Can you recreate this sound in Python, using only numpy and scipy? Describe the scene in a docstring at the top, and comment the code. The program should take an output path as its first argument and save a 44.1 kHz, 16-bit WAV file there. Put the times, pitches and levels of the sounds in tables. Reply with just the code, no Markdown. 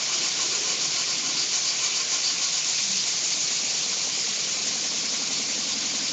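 """Steady air hiss, puffs twice a turn and hard knocks quicken as a small brass engine on a steel bench speeds up.
It runs on compressed air, close to a camera microphone; midway the supply is opened: 3.5 to 11 turns a second.
Leak, exhaust jets, moans and low wash are shaped noise; the port rings as noise-fed resonances.
Slack joints knock the base at fixed crank angles: decaying sines."""
import sys
import numpy as np
from scipy import signal
from scipy.fft import rfft, irfft
from scipy.io import wavfile
from scipy.ndimage import uniform_filter1d

SR = 44100
rng = np.random.default_rng(int(sys.argv[2]) if len(sys.argv) > 2 else 0)


def inscribe(sig):
    """Save sig as 16-bit PCM at rate SR to the path in sys.argv[1].

    A 1-D sig is mono; a 2-D sig holds one channel per row.
    Samples are clipped to [-1, 1] before scaling.
    """
    pcm = np.round(np.clip(np.atleast_2d(sig).T, -1, 1) * 32767)
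    wavfile.write(sys.argv[1], SR, pcm.astype(np.int16))


def invert_db(x):
    """Field ratio 10**(x/20) for x, a level in decibels (scalar or array-like)."""
    u = np.asarray(x, float) / 20
    return 10 ** u


N = 269892

# colour of the escaping air: (frequency [Hz], relative level per Hz [dB])
LEAK_COLOUR = [(400, -35), (620, -17), (870, -19), (1100, -17), (1750, -18), (2300, -9), (3300, -9),
               (4200, -4), (4650, -3.6), (4920, -4), (5080, -2.5), (5400, -2), (6350, -1.5), (6520, -2.5),
               (6800, 0), (7400, -8), (7700, -20), (8000, -33)]


def evened(x):
    """Scales to rms 1."""
    return x / np.sqrt(np.mean(x ** 2) + 1e-20)


def column(rows, index):
    """One column of a time table, interpolated at every sample."""
    times_s = [row[0] for row in rows]
    values = [row[index] for row in rows]
    return np.interp(np.arange(N) / SR, times_s, values)


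def noise(colour, patchy_db, flicker_db, size=512):
    """Random short-time spectra with drifting patches and a flicker shared by all bins; rms 1."""
    frames, bin_hz = 4 * N // size + 5, np.fft.rfftfreq(size, 1 / SR)
    real, imag, patches = rng.standard_normal((frames, len(bin_hz), 3)).T
    patches = uniform_filter1d(patches, size=8, axis=0)  # across bins
    patches = evened(uniform_filter1d(patches, size=10, axis=1))  # across frames
    flicker = evened(uniform_filter1d(rng.standard_normal(frames), size=4))
    hz, db = np.transpose(colour)
    colour_db = np.interp(np.log(bin_hz + 1), np.log(hz), db)[:, None]
    level_db = colour_db + patchy_db * patches + flicker_db * flicker
    spectra = (real + 1j * imag) * invert_db(level_db)
    return evened(signal.istft(spectra, nperseg=size, noverlap=3 * size // 4)[1][:N])


def resonate(x, hz, width_hz):
    """Shifts hz (may glide) down to zero, smooths, shifts back: a resonance of gain 1."""
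    carrier = np.exp(2j * np.pi * np.cumsum(hz * np.ones(len(x))) / SR)
    pole = np.exp(-np.pi * abs(width_hz) / SR)
    return 2 * (carrier * signal.lfilter([1 - pole], [1, -pole], x / carrier)).real


def resonant_band(x, hz, width_hz):
    """Two passes of one resonance, for steeper skirts; rms 1."""
    return evened(resonate(resonate(x, hz, width_hz), hz, width_hz))


def leak():
    """Air escaping past valve and piston all the time; its colour leans as the camera moves."""
    # air supply: (time [s], hiss level before the lean [dB], lean to the treble [dB])
    air_supply = [(0, -28.5, -5.5), (.2, -25.5, -3), (1.1, -27, -2), (2.1, -27.5, -3.5), (2.7, -26, -0.5),
                  (3.6, -26, -1.4), (4.35, -27, -1.5), (5.5, -27.5, -2.5), (6.12, -27, -2.9)]
    hiss = noise(LEAK_COLOUR, patchy_db=1.41, flicker_db=0.64)
    low = signal.sosfiltfilt(signal.butter(1, 4000, fs=SR, output="sos"), hiss)
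    high = hiss - low
    lean_db = column(air_supply, index=2)
    return invert_db(column(air_supply, index=1)) * (invert_db(-lean_db) * low + invert_db(lean_db) * high)


def exhaust(turns, speed):
    """Each stroke opens the port for a fraction of a turn: a jet of hiss, and the passage rings with it."""
    # the two strokes: (crank angle [turns], lag [s], jet offset [dB], ring offset [dB], lean to upper peak [dB])
    strokes = [(.19, -0.0043, -0.5, -2.5, -8), (0.732, -0.00042, -0.9, 0.1, -3)]
    # strength of the exhaust: (time [s], jet level [dB], port ring level [dB])
    strength = [(0, -31.5, -34), (1.0, -29, -33.5), (1.9, -25, -35.5), (2.5, -27, -34),
                (2.75, -27.5, -43.5), (3.4, -28, -48), (4.2, -33.5, -43), (6.12, -31, -42)]
    # lower and upper peak of the jet: (frequency [Hz], width [Hz], level before the lean [dB])
    jet_peaks = [(4705, 470, 1.5), (6680, 890, 7)]
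    # open exhaust passage; the lowest three near 2, 3 and 4 times 355 Hz:
    # (frequency [Hz], width of one pass [Hz], relative level [dB])
    port_modes = [(725, 68, 1.5), (1068, 130, 8), (1425, 130, 4), (2352, 150, 7.5), (3005, 120, 10),
                  (3720, 130, -2.5), (4670, 170, 10), (5040, 120, -0.5), (5600, 80, 5), (5600, 160, -8.5),
                  (6100, 170, -2), (7230, 130, 3.5)]
    open_turns = .27  # two standard deviations of the opening
    lean_apart_db = 4  # per doubling of speed the first stroke turns duller, the second brighter
    uneven_jet_db, uneven_ring_db, uneven_lean_db = .7, 1.0, 1.8
    ring_sharp = 1.16  # above 1 the ring is briefer than the jet

    jet_level_db, ring_level_db = column(strength, index=1), column(strength, index=2)
    out = np.zeros(N)
    for (angle, lag_s, jet_db, ring_db, lean_db), apart in zip(strokes, (-1, 1)):
        since = turns - angle - lag_s * speed + .5
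        stroke_number = np.floor(since).astype(int) + 2
        jet_chance, ring_chance, lean_chance, detune = rng.standard_normal((60, 4))[stroke_number].T
        opening = np.exp(-.5 * ((since % 1 - .5) / (.5 * open_turns)) ** 2)

        hiss = noise(LEAK_COLOUR, patchy_db=1.5, flicker_db=.6)
        lean_db = lean_db + apart * lean_apart_db * np.log2(speed / speed[0]) + uneven_lean_db * lean_chance
        jet = hiss.copy()
        for (hz, width_hz, db), side in zip(jet_peaks, (-1, 1)):
            jet += invert_db(db + side * lean_db) * resonate(hiss, hz, width_hz)
        jet = jet / np.sqrt(uniform_filter1d(jet ** 2, size=8000) + 1e-12)  # the lean changes colour, not level

        air, tune = rng.standard_normal(N), 1 + 0.008 * detune  # the passage is never quite the same length
        ring = evened(sum(invert_db(db) * resonant_band(air, hz * tune, width_hz) for hz, width_hz, db in port_modes))

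        out += opening * invert_db(jet_level_db + jet_db + uneven_jet_db * jet_chance) * jet
        out += opening ** ring_sharp * invert_db(ring_level_db + ring_db + uneven_ring_db * ring_chance) * ring
    return out


def knocks(turns, speed):
    """Crank, rod and valve knock the base every turn, level following speed, a little uneven in time and force."""
    # (crank angle [turns], frequency [Hz], t60 [s], level near 11 turns a second [dB], rise per doubling [dB])
    joints = [(.08, 313, .15, -46, 110), (.229, 511, .05, -42, 8), (.3, 90, .025, -57, 14),
              (.329, 275, .13, -40.5, 130), (.26, 1300, .012, -44, 8), (.471, 450, .019, -40, -1),
              (.481, 800, .018, -38, 10), (.552, 221, .17, -40, 90), (.5, 700, .03, -39, 6),
              (.836, 283, .075, -46.5, 60), (.874, 200, .09, -47, 10), (.935, 712, .04, -44, 20),
              (.96, 168, .06, -46, -8), (.93, 75, .02, -51, 5), (.44, 200, .06, -46, -8),
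              (.63, 510, .026, -45, 4), (.25, 185, .05, -47, -2), (.75, 150, .07, -49, -8),
              (.8, 425, .024, -46, 2), (.53, 260, .04, -47, -12)]
    # the base (modes under base_hz) is shaken less until the flywheel passes shake_speed [turns/s]
    base_hz, shake_speed, calm_db = 500, 5.7, -26
    late_s, uneven_db = .0001, .8

    out, t = np.zeros(N), np.arange(8000) / SR
    for angle, hz, t60_s, db, rise_db in joints:
        at = np.flatnonzero(np.diff(np.floor(turns - angle)))
        late, force = rng.standard_normal((60, 2))[:len(at)].T
        base_db = calm_db * (hz < base_hz) / (1 + np.exp(speed[at] - shake_speed))
        knock_db = db + rise_db * np.log2(speed[at] / 11) + base_db + uneven_db * force
        train = np.zeros(N)
        train[np.clip(at + (late_s * SR * late).astype(int), 0, N - 1)] = invert_db(knock_db)
        onset = 1 - np.exp(-t * hz * 1.2)
        ring = invert_db(-60 * t / t60_s) * onset * np.sin(2 * np.pi * hz * t)
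        out += signal.oaconvolve(train, ring / abs(ring).max())[:N]
    return out


def moans():
    """Short low moans under the hiss: narrow bands of noise that swell and slide."""
    # (start [s], length [s], peak rms [dB], width of one pass [Hz], first [Hz], middle [Hz], last frequency [Hz])
    slides = [(.1, 0.21, -47, 71, 370, 330, 290), (0.35, 0.56, -45, 150, 330, 440, 390),
              (1.124, .36, -45.5, 115, 350, 257, 430), (2.806, 0.21, -46, 23, 200, 190, 201),
              (2.76, .45, -57, 41, 137, 115, 120)]
    edge = 0.51  # small: abrupt swell, large: pointed
    out, t = np.zeros(N), np.arange(N) / SR
    for start_s, length_s, db, width_hz, *pitch_hz in slides:
        along = np.clip((t - start_s) / length_s, 0, 1)
        hz = np.interp(along, (0, .5, 1), pitch_hz)
        swell = np.abs(np.sin(np.pi * along)) ** edge * (along < 1)
        out += invert_db(db) * swell * resonant_band(rng.standard_normal(N), hz, width_hz)
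    return out


def rumble():
    """Low wash of workshop and bench: coloured noise plus one resonant hump."""
    # colour of the wash: (frequency [Hz], relative level per Hz [dB])
    wash_colour = [(40, -44), (95, -35), (125, -10), (200, -2), (350, 0), (500, -1), (700, -10),
                   (1200, -30)]
    # (time [s], wash level [dB], hump level [dB])
    room_levels = [(0, -48.5, -55.5), (.7, -45, -54), (1.3, -48.5, -53), (2.1, -48, -58), (2.7, -50, -56.5),
                   (3.4, -48.5, -54), (4.2, -47.5, -60.5), (6.12, -50.5, -58.5)]
    hump = resonant_band(rng.standard_normal(N), hz=151, width_hz=60)
    wash = noise(wash_colour, patchy_db=0.8, flicker_db=0.1, size=2048)
    return invert_db(column(room_levels, index=1)) * wash + invert_db(column(room_levels, index=2)) * hump


def scene():
    """Engine and room, one channel."""
    # flywheel: (time [s], speed [turns/s])
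    flywheel = [(0.0, 3.476), (1.2, 3.505), (2.45, 3.341), (2.75, 4.623), (3.05, 5.367), (3.5, 7.868),
                (4.0, 9.559), (4.7, 10.722), (5.4, 11.079), (6.12, 11.108)]
    start_turn = -.711
    speed = column(flywheel, index=1)
    turns = start_turn + np.cumsum(speed) / SR
    return (leak() + exhaust(turns, speed) + knocks(turns, speed) + moans() + rumble())[None]


def band_limit(x):
    """A steep low-pass at the top of the band."""
    return signal.sosfilt(signal.butter(12, 9080, fs=SR, output="sos"), x)


def record(dry):
    """Narrow notches and a bass cut, then sampling at a low rate leaves a faint mirror image above the fold."""
    # camera filters: (frequency [Hz], half width [Hz])
    notches = [(1303, 12), (3938, 17), (5219, 18), (5905, 14), (7862, 70), (7998, 12)]
    # mirror image: (frequency [Hz], gain [dB])
    mirror_gain = [(7998, -3), (8500, -13.5), (8800, -29.5), (9000, -34), (9200, -33), (9300, -109)]
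    fold_hz, bass_cut_hz = 7998, 70

    spectrum, hz = rfft(dry[0]), np.fft.rfftfreq(N, 1 / SR)
    for notch_hz, half_hz in notches:
        spectrum = spectrum * (hz - notch_hz) / (hz - notch_hz - 1j * half_hz)
    spectrum = spectrum * (hz / bass_cut_hz) ** 2 / np.sqrt(1 + (hz / bass_cut_hz) ** 4)
    fold = np.searchsorted(hz, fold_hz)
    image_db = np.interp(hz[fold:2 * fold], *np.transpose(mirror_gain))
    image = np.conj(spectrum[fold - 1::-1]) * invert_db(image_db)
    spectrum = np.concatenate([spectrum[:fold], image, np.zeros(len(hz) - 2 * fold)])
    return band_limit(irfft(spectrum, N)[None])


dry = scene()
out = record(dry)
inscribe(out)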